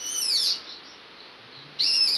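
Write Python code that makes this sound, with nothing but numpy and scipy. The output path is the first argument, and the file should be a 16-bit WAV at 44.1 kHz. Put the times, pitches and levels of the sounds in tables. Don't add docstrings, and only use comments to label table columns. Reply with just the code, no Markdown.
import sys
import numpy as np
from scipy import signal
from scipy.fft import rfft, irfft, next_fast_len
from scipy.io import wavfile
from scipy.ndimage import uniform_filter1d

SR = 44100
rng = np.random.default_rng(int(sys.argv[2]) if len(sys.argv) > 2 else 0)


def wav_out(sig):
    wavfile.write(sys.argv[1], SR, np.round(np.clip(np.atleast_2d(sig).T, -1, 1) * 32767).astype(np.int16))


N = 95961


def screams():
    # time in seconds, pitch in Hz, level in dB, roughness 0-1, treble gain in dB.
    first_contour = [(0, 2957, -35, 0.16, -12), (.02, 2985, -37, 0.17, -3.5), (.08, 2959, -31.5, 0.14, 2),
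                     (.122, 3140, -40, 0.18, 11.5), (.155, 2998, -30, 0.22, 4),
                     (.206, 2983, -35.5, 0.02, 12.5), (.222, 2750, -29, 0.21, 7.5),
                     (.255, 2610, -32, 0.06, 16), (.292, 2564, -27, 0.01, 10.5),
                     (.322, 2281, -26.5, 0.1, 2.5), (.357, 2230, -22.5, 0.25, 7.5),
                     (.376, 1831, -28, 0.19, 5), (.42, 1737, -26.5, 0.07, 3), (.45, 1562, -29, 0.42, 9.5),
                     (.47, 1380, -24.5, 0.62, -1), (.526, 1058, -29.5, 0.88, -18),
                     (.54, 975, -43, 0.04, -7), (.565, 920, -52, 0.5, 16)]
    second_contour = [(1.788, 1880, -41, .5, 3), (1.804, 2065, -20.5, 0.37, -18),
                      (1.826, 2230, -22.5, 0.15, 2.5), (1.846, 2524, -26.5, 1, 0),
                      (1.88, 2806, -25, 0.2, 0.5), (1.91, 2526, -24.5, 0.41, 2.5),
                      (1.95, 2822, -26, 0.26, 6), (1.984, 2567, -25.5, 0.1, 2.5),
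                      (2.0, 2619, -24, 0.039, -3.5), (2.044, 2627, -24, 0.045, 3),
                      (2.062, 2568, -26.5, 0.1, 6.5), (2.09, 2225, -24.5, 0.2, 15),
                      (2.11, 2422, -28, 0.36, 10), (2.135, 2535, -27, 0.19, 6), (2.15, 2340, -25, .7, 11.5),
                      (2.168, 1844, -34.5, .4, 12), (2.19, 1720, -29, .4, 4)]
    # frequency in Hz, relative gain in dB.
    first_throat = [(900, -43), (1800, -20), (2250, -12.5), (3000, -9.5), (3550, -1), (4200, 12.5),
                    (5300, 7.5), (6100, -3.5), (6700, -12.5), (7700, -25), (9100, -17), (10400, -14.5),
                    (11400, -10.5), (12000, -26), (12500, -30)]
    second_throat = [(900, -23), (2200, -20), (2800, -9), (3100, -39), (3500, 9), (4200, 7), (4750, 2),
                     (5150, 8.5), (5700, -7), (6000, -25), (7500, -32.5), (8400, -25), (9200, -40.5),
                     (10400, -16), (11500, -30.5), (12500, -39)]
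    return scream(first_contour, first_throat) + scream(second_contour, second_throat)


def scream(contour, throat):
    # frequency in Hz, relative level in dB.
    rasp_spectrum = [(1000, -12), (3000, -44), (3700, -7), (4250, 19.5), (4750, 16), (5200, -28),
                     (5600, 11.5), (6100, -14), (7300, -63), (9000, -14), (11000, -20), (12500, -44)]
    air_db, rasp_db = -21.5, -7.5
    treble_hz, flicker_db = 6500, 2.5
    hz, db, roughness, treble_db = curves(contour)
    folds = vocal_folds(hz, roughness)
    voice = irfft(rfft(folds) * response(throat, np.arange(N // 2 + 1) * SR / N), N)
    voice /= np.sqrt(uniform_filter1d(voice ** 2, size=700) + 1e-12)
    turbulence = noise(lambda f: response(rasp_spectrum, f))
    cry = voice + (undb(air_db) + undb(rasp_db) * roughness) * turbulence
    body = lowpass(cry, treble_hz)
    treble = (cry - body) * undb(treble_db + flicker_db * wander(37))
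    return (body + treble) * undb(db) * gate(contour)


def vocal_folds(hz, roughness):
    waver_share, jitter_share, smear_rad = 0.0106, 0.0288, 0.3
    buzz_hz, buzz_rad = 276.4, 0.13
    hoarse_db, shimmer_db = -3, 11.5
    hz = hz * (1 + waver_share * np.sqrt(2 * roughness) * wander(52.7))
    phase = phase_of(hz * (1 + jitter_share * roughness * wander(636)))
    phase += smear_rad * np.sqrt(roughness) * wander(430)
    buzz = buzz_rad * roughness * np.sin(phase_of(buzz_hz * (1 + 0.2 * wander(57.1))))
    orders = np.arange(1, 13)[:, None]
    in_band = orders * hz < SR / 3
    harmonics = np.sum(in_band * np.sin(orders * (phase + buzz)), axis=0)
    skirt = (wander(463) * np.sin(2 * phase) + wander(463) * np.cos(2 * phase)) / np.sqrt(2)
    shimmer = undb(shimmer_db * roughness * np.tanh(wander(396)))
    return (harmonics + undb(hoarse_db) * roughness * skirt) * shimmer


def hisses():
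    # start and length in seconds, level in dB, centre and width in Hz, rise in Hz/s.
    breaths = [(0.639, .16, -42, 4020, 800, 4003), (0.63, 0.13, -49.5, 5360, 700, 0),
               (0.827, 0.055, -51, 4600, 720, 0), (0.835, 0.14, -54, 5430, 700, 3.5),
               (1.133, .18, -51, 4200, 650, -6), (1.495, 0.17, -48.5, 4150, 700, -1000)]
    flutter_db = 3
    out = np.zeros(N)
    for start_s, length_s, db, centre_hz, width_hz, rise_hz_per_s in breaths:
        age_s = clock() - start_s
        swell = np.sin(np.pi * np.clip(age_s / length_s, 0, 1))
        glide = np.exp(1j * np.pi * rise_hz_per_s * (age_s - length_s / 2) ** 2)
        air = np.real(signal.hilbert(resonance(centre_hz, width_hz)) * glide)
        out += swell * undb(db + flutter_db * np.tanh(wander(90))) * air
    return out


def squeaks():
    # start and length in seconds, level in dB, pitch in Hz, glide in Hz/s.
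    voice_breaks = [(.528, 0.029, -39, 2860, -8000), (1.787, 0.02, -34, 2950, 4002)]
    return notes(voice_breaks, spread_hz=140)


def scatter(x, gain_db, t60_s, delay_s=0.004):
    age_s = clock() - delay_s
    echoes = rng.standard_normal(N) * (age_s > 0) * undb(-60 * np.abs(age_s) / t60_s)
    return undb(gain_db) * signal.fftconvolve(x, echoes / np.linalg.norm(echoes))[:N]


def rush():
    # frequency in Hz, relative spectral density in dB.
    spectrum = [(25, -39), (60, -5.5), (110, -7), (200, 0), (300, 3.5), (480, 5), (620, -0.5), (1200, 2),
                (2500, 0), (4300, 1), (5200, -9), (6200, -22), (7300, -43), (9000, -30), (11500, -28.5),
                (12500, -46)]
    # time in seconds, level in dB.
    levels = [(0, -46), (.5, -44.5), (.7, -46.5), (1.1, -47.5), (1.7, -47.5), (1.9, -45), (2.18, -43)]
    db, = curves(levels)
    return noise(lambda f: response(spectrum, f)) * undb(db + 0.15 * wander(24))


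def drone():
    # time in seconds, pitch in Hz, level in dB.
    contour = [(1.35, 114, -78), (1.43, 114.7, -69), (1.52, 133.4, -66.5), (1.58, 133.7, -60.5),
               (1.68, 144.8, -60), (1.76, 145.2, -66.5), (1.83, 154.1, -60), (1.95, 140, -72.5),
               (2.18, 149, -66)]
    # harmonic number, gain in dB.
    harmonics = [(1, 7.5), (2, 3.5), (3, -31)]
    hz, db = curves(contour)
    phase = phase_of(hz * (1 + 0.017 * wander(21)))
    hum = sum(undb(gain_db + 4.8 * wander(30)) * np.sin(order * phase) for order, gain_db in harmonics)
    return hum * undb(db) * gate(contour)


def far_notes():
    # start and length in seconds, level in dB, pitch in Hz, glide in Hz/s.
    calls = [(.11, 0.11, -47.5, 1340, 7), (.53, .13, -50, 1326, -500)]
    return notes(calls, spread_hz=74)


def notes(table, spread_hz):
    out = np.zeros(N)
    for start_s, length_s, db, hz, glide_hz_per_s in table:
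        age_s = np.clip(clock() - start_s, 0, length_s)
        pitch_hz = hz + glide_hz_per_s * (age_s - length_s / 2) + spread_hz * wander(300)
        out += undb(db) * np.sin(np.pi * age_s / length_s) * np.sin(phase_of(pitch_hz))
    return out


def undb(db):
    return 10 ** (np.asarray(db) / 20)


def clock():
    return np.arange(N) / SR


def phase_of(hz):
    return 2 * np.pi * np.cumsum(hz) / SR


def curves(table):
    times_s, *columns = np.array(table, float).T
    return [np.interp(clock(), times_s, column) for column in columns]


def gate(table, fade_s=0.0015):
    t = clock()
    return np.clip((t - table[0][0]) / fade_s, 0, 1) * np.clip((table[-1][0] - t) / fade_s, 0, 1)


def response(points, hz):
    points_hz, db = np.array(points, float).T
    return undb(np.interp(np.log(hz + 1), np.log(points_hz), db))


def noise(shape):
    size = next_fast_len(N)
    hz = np.arange(size // 2 + 1) * SR / size
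    x = irfft(rfft(rng.standard_normal(size)) * shape(hz), size)[:N]
    return x / np.sqrt(np.mean(x ** 2))


def wander(rate_hz):
    return noise(lambda f: 1 / (1 + (f / rate_hz) ** 4))


def resonance(centre_hz, width_hz):
    return noise(lambda f: 1 / (1 + ((f - centre_hz) / (width_hz / 2)) ** 4))


def lowpass(x, cutoff_hz):
    hz = np.arange(N // 2 + 1) * SR / N
    return irfft(rfft(x) / (1 + (hz / cutoff_hz) ** 16), N)


def scene():
    civet = screams() + hisses() + squeaks()
    roof = scatter(civet, gain_db=-2, t60_s=0.21)
    trees = scatter(lowpass(civet, cutoff_hz=5830), gain_db=-9.5, t60_s=0.53)
    return (civet + roof + trees + rush() + drone() + far_notes())[None]


def record(dry):
    top_hz = 12400
    return signal.sosfilt(signal.ellip(10, 0.2, 80, top_hz, fs=SR, output="sos"), dry)


dry = scene()
out = record(dry)
wav_out(out)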